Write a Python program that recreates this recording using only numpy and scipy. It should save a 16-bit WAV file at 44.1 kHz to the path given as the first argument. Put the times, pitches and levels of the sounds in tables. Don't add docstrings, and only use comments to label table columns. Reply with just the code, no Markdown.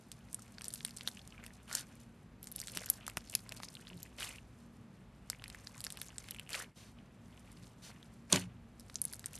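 import sys
import numpy as np
from scipy import signal
from scipy.fft import rfft, irfft
from scipy.io import wavfile
from scipy.ndimage import uniform_filter1d

SR = 44100
rng = np.random.default_rng(int(sys.argv[2]) if len(sys.argv) > 2 else 0)


def put_to_file(sound):
    columns = np.atleast_2d(sound).T
    safe = np.clip(columns, -1, 1)
    whole_steps = np.round(safe * 32767)
    wavfile.write(sys.argv[1], SR, whole_steps.astype(np.int16))


N = 414099

# frequency in Hz, relative density in dB per Hz.
ROOM_SPECTRUM = [(30, -26.5), (50, -22), (100, -2.5), (240, -7), (330, -15.5), (590, -20), (1110, -24),
                 (2400, -30), (5600, -41.5), (13000, -48)]
ROOM_DB = -56.5
# pitch in Hz, width in Hz, level in dB.
HUM_TONES = [(47.5, 5, -65.5), (62, 9.4, -65.5), (110.7, 20, -67), (191.3, 23, -67), (233.3, 6.2, -64.5)]
# start in seconds, level in dB, rise in seconds,
# decay by 60 dB in seconds for the narrowest table mode.
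BUMPS = [(2.755, -44, 0.014, 0.35), (3.171, -35.5, 0.0037, 0.034), (3.909, -46.5, 0.0054, 0.33),
         (3.925, -42, 0.035, 0.46), (7.547, -38.5, 0.085, 0.84), (8.325, -25.5, 0.0072, 0.45),
         (8.351, -29, 0.006, 0.7)]
# pitch in Hz, width in Hz, relative level in dB.
TABLE_MODES = [(97.2, 13.7, -10), (124, 17, -8), (178.8, 26, 0), (278, 49, -5.5), (368, 77, -3.5),
               (609, 230, -3), (925, 300, -4.5)]
# pitch in Hz, width in Hz, relative level in dB.
JAR_MODES = [(1420, 47, -6), (1960, 42, -9), (3060, 140, -5.5), (3740, 110, -1.5), (4370, 150, -2),
             (6050, 100, -1.5), (7130, 120, -6.5), (9040, 330, -1)]
# start, loudest and end in seconds, level in dB.
RUBS = [(4.473, 4.508, 4.32, -53.5), (6.752, 6.776, 6.92, -58), (7.818, 7.852, 7.92, -51.5)]
RUB_HZ, RUB_JAR_DB = 4450, 2
# time in seconds, bead crackle in dB, wet squish in dB, both before clumping.
KNEAD_STRETCHES = [
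    [(0.0, -69, -91), (0.166, -67, -74.5), (0.638, -62, -64), (0.766, -55, -67), (0.86, -56.5, -64),
     (1.464, -70, -67.5), (1.66, -69.5, -73)],
    [(1.88, -66.5, -67), (2.42, -92, -94), (2.62, -52, -62), (2.79, -52.5, -59), (3.08, -65, -62),
     (3.78, -59.5, -64), (4.13, -71, -72)],
    [(4.42, -74, -79), (4.54, -73.5, -84.5), (5.29, -83, -74), (5.53, -64, -60.5), (5.96, -63.5, -62),
     (6.36, -60.5, -61.5), (6.46, -84, -71)],
    [(6.69, -71.5, -66.5), (7.174, -81, -81), (7.314, -70, -69), (7.522, -65.5, -67.5), (7.672, -70, -72),
     (7.79, -73, -74)],
    [(7.94, -70, -63), (8.122, -76, -67), (8.26, -85, -99)],
    [(8.5, -88, -69), (8.7, -79.5, -90), (8.88, -67, -74), (8.998, -81, -77), (9.096, -73, -68),
     (9.39, -59, -62.5)],
]
CLUMP_DB = 4
# start, loudest and end in seconds, crackle in dB,
# squish in dB, first and last hollow pitch in Hz, hollow level in dB against the squish, jar drive in dB.
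PULLS = [(1.668, 1.786, 1.85, -43, -58.5, 1496, 1575, 4.5, -2),
         (4.168, 4.218, 4.41, -43.5, -50.5, 2666, 2200, 1, -16),
         (6.489, 6.557, 6.59, -42.5, -48.5, 2700, 2450, -2, -10),
         (6.559, 6.595, 6.668, -43.5, -50.5, 1153, 2440, 1.5, -17),
         (8.289, 8.34, 8.475, -38.5, -37, 3580, 1480, -28, 1.5)]
PULL_START_DB, PULL_END_DB, PULL_BEND = -58, -68, 1.08
PULL_EXTRA_GRAINS = 2.7
# start in seconds, level in dB, pitch in Hz.
BUBBLES = [(0.39, -43, 1280), (1.1726, -35.5, 2740), (1.193, -39.5, 3240), (1.216, -45, 4300),
           (1.324, -41, 2770), (1.3795, -41, 2350), (1.391, -47, 1260), (1.446, -48, 1900),
           (1.48, -50, 1900), (1.506, -46, 1800), (2.523, -29, 10500), (2.629, -41, 2000),
           (2.697, -39, 4980), (2.786, -34, 2900), (2.794, -35, 6290), (2.806, -38, 5670),
           (3.353, -27.5, 2570), (3.6863, -32.5, 5030), (3.769, -38.5, 3000), (3.88, -47, 1800),
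           (3.901, -38.5, 2850), (3.977, -45, 4200), (4.053, -44, 2500), (4.061, -46, 1980),
           (4.384, -39, 2690), (5.331, -35.5, 2010), (5.348, -40, 2400), (5.397, -43.5, 2970),
           (5.459, -37.5, 2180), (6.32, -37, 2890), (6.363, -42, 2330), (6.386, -34.5, 2820),
           (6.412, -45, 2600), (6.4645, -44, 2690), (6.475, -43, 2800), (8.403, -36.5, 4076),
           (9.041, -25, 10200), (9.341, -41, 2600)]
GURGLE_TURNS, GURGLE_S = 14, 0.02
# time in seconds, level in dB, pocket pitch in Hz,
# bead clack in dB and bead tick in dB, both trims against the pop's level.
POPS = [(0.1165, -29, 8250, -11.5, -12), (0.3295, -38, 8850, -27, 4), (0.3447, -16.5, 9340, -42, -25),
        (0.583, -31, 5000, -3, -31), (0.61, -35, 2430, -6, -10), (0.6187, -32, 9200, -6, -11),
        (0.643, -28, 6200, -35, -2), (0.653, -44, 7700, -16, 10), (0.682, -18, 9400, -35, -20),
        (0.7044, -34.5, 4770, -15, -7), (0.738, -24, 9500, -18, -5), (0.747, -27, 11700, -26, -22),
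        (0.806, -36.5, 4850, 0.5, -26), (0.849, -20, 9250, -8.5, -4.5), (0.8822, -34.5, 2760, -13, -9),
        (0.908, -32, 4850, -21, -14), (0.971, -24.5, 8400, -32, -25), (0.9843, -35, 5070, -10, -9),
        (1.009, -31.5, 2780, -4, -19), (1.0667, -44, 6050, -3, -12), (1.075, -12, 4310, -12.5, -12),
        (1.0847, -25, 3530, -3, -13), (1.2755, -40, 7560, -15, -1), (1.4387, -37, 2250, -24, -3),
        (1.4636, -33, 2930, -8, -2.5), (1.713, -27, 1520, -17, -16), (1.7276, -18.5, 7600, -25, -13),
        (1.7514, -15, 7300, -17, -1.5), (1.7714, -27.5, 6700, -25, -10), (2.4292, -27, 11500, -21, -25),
        (2.4418, -32, 12200, -25, -8), (2.4712, -26.5, 8550, -10.5, -34), (2.516, -28.5, 11900, -18, -19),
        (2.561, -22, 10600, -30, -9), (2.601, -28, 7950, -27, 0), (2.615, -26, 5360, -18, -2.5),
        (2.6718, -26, 7900, -13, -16), (2.682, -31, 8450, -1.5, -19), (2.76, -45, 2370, 2, 7),
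        (2.7722, -32, 1650, 5.5, 11), (2.8368, -35.5, 1670, -20, -16), (2.86, -26, 12400, -31, -6),
        (2.888, -30, 5490, -29, -13), (2.9002, -2, 11460, -58, -20), (3.0659, -31.5, 9600, -6, -7),
        (3.0788, -27.5, 1480, -27, 0), (3.098, -32, 2550, -17, -3), (3.1707, -21.5, 2620, -4.5, -3.5),
        (3.1709, -19.5, 1490, -13, -19), (3.298, -27.5, 8240, -32, -9), (3.338, -31.5, 2600, -19, -7),
        (3.3513, -9.5, 10600, -42, -9), (3.3511, -13.5, 5160, -24, -41), (3.492, -34, 5500, -10, 0),
        (3.5214, -29, 2780, -6, -4.5), (3.601, -33, 1230, -12, -15), (3.633, -33, 1320, 2, -5),
        (3.651, -33, 5630, -22, -13), (3.752, -31.5, 4140, -28, -8), (3.87, -34, 4000, -6, -38),
        (4.0299, -27, 12400, -26, -5), (4.185, -35, 2360, -4, -19), (4.1914, -39, 2450, -12, -14),
        (4.2058, -30, 2900, -2, -23), (4.2224, -30.5, 1680, -3, -26), (4.229, -22.5, 2900, -11, -25),
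        (4.2462, -28, 4090, -11, -6), (4.291, -40, 1984, -22, 7), (5.2999, -15.5, 7900, -10.5, -9),
        (5.421, -42, 1270, -4, -17), (5.44, -36, 2360, 1.5, -0.5), (5.4798, -37, 10000, -6, -10),
        (5.5001, -41, 2720, 1.5, 4), (5.547, -31, 2030, -34, -17), (5.671, -25.5, 4780, -8.5, -25),
        (5.779, -33, 7500, -23, -16), (5.805, -29.5, 4940, -33, -2), (5.814, -36, 9000, -25, -2),
        (5.8408, -21.5, 10900, -9.5, -30), (5.8475, -35, 5260, -21, 8.5), (5.8661, -28, 5550, 2, -9),
        (5.903, -27.5, 8700, -9, -12), (5.923, -35.5, 8500, -33, 4), (5.9721, -31, 2820, -9.5, -5),
        (6.0154, -20.5, 11000, -9.5, -20), (6.084, -34, 7060, -23, -24), (6.182, -21.5, 8000, -13, -26),
        (6.286, -34, 2750, -6, -6), (6.3086, -26.5, 11600, -10.5, -1.5), (6.346, -31, 3060, -23, -8),
        (6.396, -27, 2880, -26, -7), (6.492, -32.5, 2660, -27, -3.5), (6.504, -34, 2780, -25, 0),
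        (6.531, -23.5, 4860, -22, -5.5), (6.544, -21, 2400, -14, -16), (6.5501, -25, 2900, -2, -20),
        (6.6246, -34, 1900, -26, -2), (8.028, -37, 3440, -7, -18), (8.328, -4.5, 3760, -17, -29),
        (8.3277, -5, 6760, -46, -41), (8.325, -4.5, 8800, -32, -30), (8.358, -11, 3100, -9.5, -15),
        (8.36, -15, 7130, -6.5, -24), (8.797, -41, 5540, -18, 0), (8.807, -48, 5000, -8, 0),
        (8.898, -41, 1460, 2.5, -10), (8.943, -37, 6270, -13, -2), (8.9562, -14.5, 6370, -39, -39),
        (9.0166, -10, 10300, -42, -38), (9.052, -15.5, 10000, -43, -26), (9.127, -30, 9780, -36, -8),
        (9.1347, -23.5, 11000, -10.5, -32), (9.143, -30, 8600, -31, -10), (9.194, -34.5, 9600, -16, 0),
        (9.242, -41, 1740, 2, -5), (9.259, -20.5, 8800, -43, -8), (9.3777, -39.5, 3200, -6, -23)]
RING_DB, SMACK_DB, CLACK_DB, TICK_DB = -2.5, -7, 0, 7
SAG_HZ = -60
TEAR_S = .0012
STIR_DB, STIR_S, BEFORE = -32.5, 0.017, 0.06
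# frequency in Hz, level in dB.
SIDE_SPECTRUM = [(700, -49.5), (3200, -63), (4000, -18.5), (7500, -3), (13000, -7)]
# time in seconds, level in dB.
DIP = [(6.68, -2.5), (6.748, -14.5), (6.77, -2.5)]
EDGE_HZ = 13050


def amp(db):
    return 10 ** (np.asarray(db) / 20)


def unit(x):
    return x / np.sqrt(np.mean(x ** 2) + 1e-20)


def read(points, hz):
    f, value = np.transpose(points)
    return np.interp(np.log(hz + 1), np.log(f + 1), value)


def add(mix, s, sound):
    part = mix[round(s * SR):][:len(sound)]
    part += sound[:len(part)]


def resonate(x, hz, width):
    pole = np.exp((2j * np.pi * hz - np.pi * width) / SR)
    return 2 * signal.lfilter([1 - abs(pole)], [1, -pole], x).real


def ping(hz, turns, glide=0., size=600):
    u = np.arange(size) / SR * hz
    envelope = amp(-60 * u / turns) * (1 - np.exp(-u / 0.37))
    ring = envelope * np.sin(2 * np.pi * (u + glide * u ** 2 / (1 + u / 4)))
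    return ring / abs(ring).max()


def jar_wall(x):
    return sum(amp(db) * resonate(x, hz, width) for hz, width, db in JAR_MODES)


def room_tone():
    colour = amp(read(ROOM_SPECTRUM, np.fft.rfftfreq(N, 1 / SR)))
    air = irfft(rfft(rng.standard_normal(N)) * colour, N)
    hum = np.zeros(N)
    for hz, width, db in HUM_TONES:
        tone = resonate(resonate(rng.standard_normal(N), hz, width), hz, width)
        hum += amp(db) * unit(tone)
    return amp(ROOM_DB) * unit(air) + hum


def bumps():
    out, t = np.zeros(N), np.arange(SR // 2) / SR
    hz, width, mode_db = np.transpose(TABLE_MODES)[:, :, None]
    for s, db, rise, t60 in BUMPS:
        steps = rng.standard_normal((len(TABLE_MODES), len(t)))
        wobble = np.cumsum(steps, axis=1) * np.sqrt(width / SR / 2)
        fade_db = -60 * np.maximum(t - rise, 0) / t60 * width / width.min()
        reach = 1 / (1 + (hz * rise / 8) ** 2)
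        ring = reach * amp(db + mode_db + fade_db) * np.sin(2 * np.pi * hz * t + wobble)
        add(out, s, ring.sum(axis=0) * np.minimum(t / rise, 1))
    return out


def rubbing():
    t = np.arange(N) / SR
    air = resonate(rng.standard_normal(N), RUB_HZ, 4200)
    air = unit(air + amp(RUB_JAR_DB) * jar_wall(air))
    return air * sum(amp(db) * np.sqrt(np.interp(t, [a, top, b], [0, 1, 0])) for a, top, b, db in RUBS)


def effort():
    t = np.arange(N) / SR
    s, *kneads = np.transpose(np.concatenate(KNEAD_STRETCHES))
    clumps = unit(uniform_filter1d(rng.standard_normal((2, N // 200 + 1)), size=9))
    clumps = np.repeat(clumps, 200, axis=1)[:, :N]
    power = amp([np.interp(t, s, db) for db in kneads] + CLUMP_DB * clumps) ** 2

    for start, top, end, *peaks_db in np.array(PULLS)[:, :5]:
        away = np.interp(t, [start, top, end], [-1, 0, 1])
        edge_db = np.where(away < 0, PULL_START_DB, PULL_END_DB)
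        gate = np.minimum(4 * (1 - abs(away)), 1) ** 2
        for layer, db in enumerate(peaks_db):
            swell_db = db + np.minimum(edge_db - db, 0) * abs(away) ** PULL_BEND
            power[layer] += gate * amp(swell_db) ** 2

    s, db = np.transpose(POPS)[:2]
    lag = np.arange(-8000, 8001) / SR
    kicks = np.bincount((s * SR).astype(int), amp(np.minimum(db, -22) + STIR_DB) ** 2, N)
    stir = np.exp(-abs(lag) / STIR_S) * np.where(lag < 0, BEFORE, 1)
    power[0] += abs(signal.oaconvolve(kicks, stir, "same"))
    return 10 * np.log10(uniform_filter1d(power, size=200) + 1e-12)


def hollow(squish_db):
    out, pulling, tug = np.zeros((3, N))
    for start, _, end, _, _, first_hz, last_hz, db, jar_db in PULLS:
        size = round((end - start) * SR)
        air = rng.standard_normal((2, size))
        waver = 1 + 0.097 * unit(uniform_filter1d(air[1], size=700))
        hz = np.geomspace(first_hz, last_hz, size) * waver
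        flutter_db = 4 * unit(uniform_filter1d(air[1, ::-1], size=300))
        band = resonate(resonate(air[0], 0, 400), 0, 400) * amp(flutter_db)
        gate = signal.windows.tukey(size, .2)
        breath = unit(band * np.cos(2 * np.pi * np.cumsum(hz) / SR))
        add(out, start, amp(db) * breath * gate)
        add(pulling, start, gate)
        add(tug, start, amp(jar_db) * gate)
    return out * amp(squish_db), pulling, tug


def grains(level_db, low_hz, high_hz, tilt_db, turns, spread_db, per_s, fizz_db, lumps_db):
    hits = rng.random(N) < per_s / SR
    size = amp(spread_db * np.minimum(rng.exponential(1, N), 2.2)) * hits
    fizz = amp(fizz_db)
    pitches = np.geomspace(low_hz, high_hz, num=16)
    weight = amp(tilt_db * np.log2(pitches / low_hz))
    rings = [ping(hz, turns, glide=-0.017, size=500) for hz in pitches]
    rings = np.array([w * ring / np.linalg.norm(ring) for w, ring in zip(weight, rings)])
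    kind = rng.integers(0, len(pitches), N)
    clicks, rasp = np.zeros(N), np.zeros(N)
    for k, ring in enumerate(rings):
        loose = rng.standard_normal(500) * amp(-60 * np.arange(500) / SR / 0.017)
        others = amp(-7 * rng.exponential(1, len(rings)) - 17.5) * rng.choice([-1, 1], len(rings))
        burst = ring + others @ rings
        rattle = signal.fftconvolve(burst, loose / np.linalg.norm(loose))
        burst = np.append(burst, np.zeros(499)) + rattle
        clicks += signal.oaconvolve(size * (kind == k), burst)[:N]
        lumps = unit(uniform_filter1d(rng.standard_normal(N // 100 + 1), size=6))
        lumps = np.repeat(lumps, 100)[:N]
        rasp += signal.oaconvolve(rng.standard_normal(N) * amp(lumps_db * lumps), ring)[:N]
    return amp(level_db) * (unit(clicks) + fizz * unit(rasp)) / np.sqrt(1 + fizz ** 2)


def kneading():
    crackle_db, squish_db = effort()
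    suck, pulling, tug = hollow(squish_db)
    still_db = np.clip(-62 - crackle_db, 0, 13)
    fizz_db = 8 * pulling + still_db - 7.5
    squish_rate = 170 * (1 + PULL_EXTRA_GRAINS * pulling)
    crackle = grains(crackle_db, 3500, 11000, tilt_db=3.5, turns=5.2, spread_db=7,
                     per_s=260, fizz_db=fizz_db, lumps_db=4.5)
    squish = grains(squish_db, 450, 3050, tilt_db=4.0, turns=8.5, spread_db=4.5,
                    per_s=squish_rate, fizz_db=fizz_db, lumps_db=6.0)
    wet = crackle + squish
    return wet + suck + jar_wall(wet * tug)


def bubbles():
    out, t = np.zeros(N), np.arange(900) / SR
    noise = rng.standard_normal((len(BUBBLES), len(t)))
    for (s, db, hz), smear in zip(BUBBLES, noise):
        ring = ping(hz, GURGLE_TURNS, glide=.004)
        smear = smear * amp(-60 * t / GURGLE_S)
        direct = t == 0
        add(out, s, amp(db) * np.convolve(ring, smear / np.linalg.norm(smear) / 2 + direct))
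    return out


def pops():
    out, t = np.zeros(N), np.arange(600) / SR
    chance = rng.random((len(POPS), 5))
    shards = rng.standard_normal((len(POPS), len(t)))
    wait = np.zeros(round(TEAR_S * SR))
    for (s, db, hz, clack_db, tick_db), (a, b, c, d, e), rattle in zip(POPS, chance, shards):
        pop = amp(RING_DB) * ping(hz, turns=2.2 + hz / 500, glide=SAG_HZ / hz)
        pop += amp(SMACK_DB + clack_db) * ping(1700 + 600 * a, turns=7, glide=-.05)
        pop -= amp(CLACK_DB + clack_db) * ping(3100 + 1500 * b, turns=9)
        ticks = ping(7400 + 1600 * c, turns=15) + ping(9800 + 1600 * d, turns=15)
        pop += amp(TICK_DB + tick_db) * ticks / 2
        pop += amp((clack_db + tick_db) / 2) * ping(5200 + 1200 * e, turns=12)
        loose = rattle * amp(-60 * np.maximum(t - TEAR_S, 0) / 0.024) * np.minimum(t / TEAR_S, 1) ** 2
        rattling = signal.fftconvolve(pop, loose / np.linalg.norm(loose))[:len(t)]
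        late = np.append(wait, pop)[:len(t)]
        add(out, s - TEAR_S / 2, amp(db) * (late + amp(-6) * rattling))
    return out


def scatter(x, t60, size):
    tail = rng.standard_normal(size) * amp(-60 * np.arange(size) / SR / t60)
    return signal.oaconvolve(x, tail / np.linalg.norm(tail))[:N]


def scrambled(x):
    hz, _, z = signal.stft(x, SR, nperseg=256)
    phases = np.exp(2j * np.pi * rng.random(z.shape))
    z = abs(z) * amp(read(SIDE_SPECTRUM, hz))[:, None] * phases
    return signal.istft(z, SR, nperseg=256)[1][:N]


def scene():
    sharp = pops() + bubbles()
    bed = kneading() + rubbing()
    walls = amp(-24.5) * scatter(sharp + bed, 0.17, 6000)
    bed = bed + walls + room_tone()
    mid, side = sharp + bed + bumps(), scrambled(bed)
    level_db = np.interp(np.arange(N) / SR, *np.transpose(DIP))
    return np.array([mid + side, mid - side]) * amp(level_db)


def record(dry):
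    dry = signal.sosfilt(signal.butter(3, 35, "high", fs=SR, output="sos"), dry)
    lowpass = signal.firwin(301, EDGE_HZ, window=("kaiser", 7), fs=SR)
    return signal.oaconvolve(dry, lowpass[None], "same")


dry = scene()
out = record(dry)
put_to_file(out)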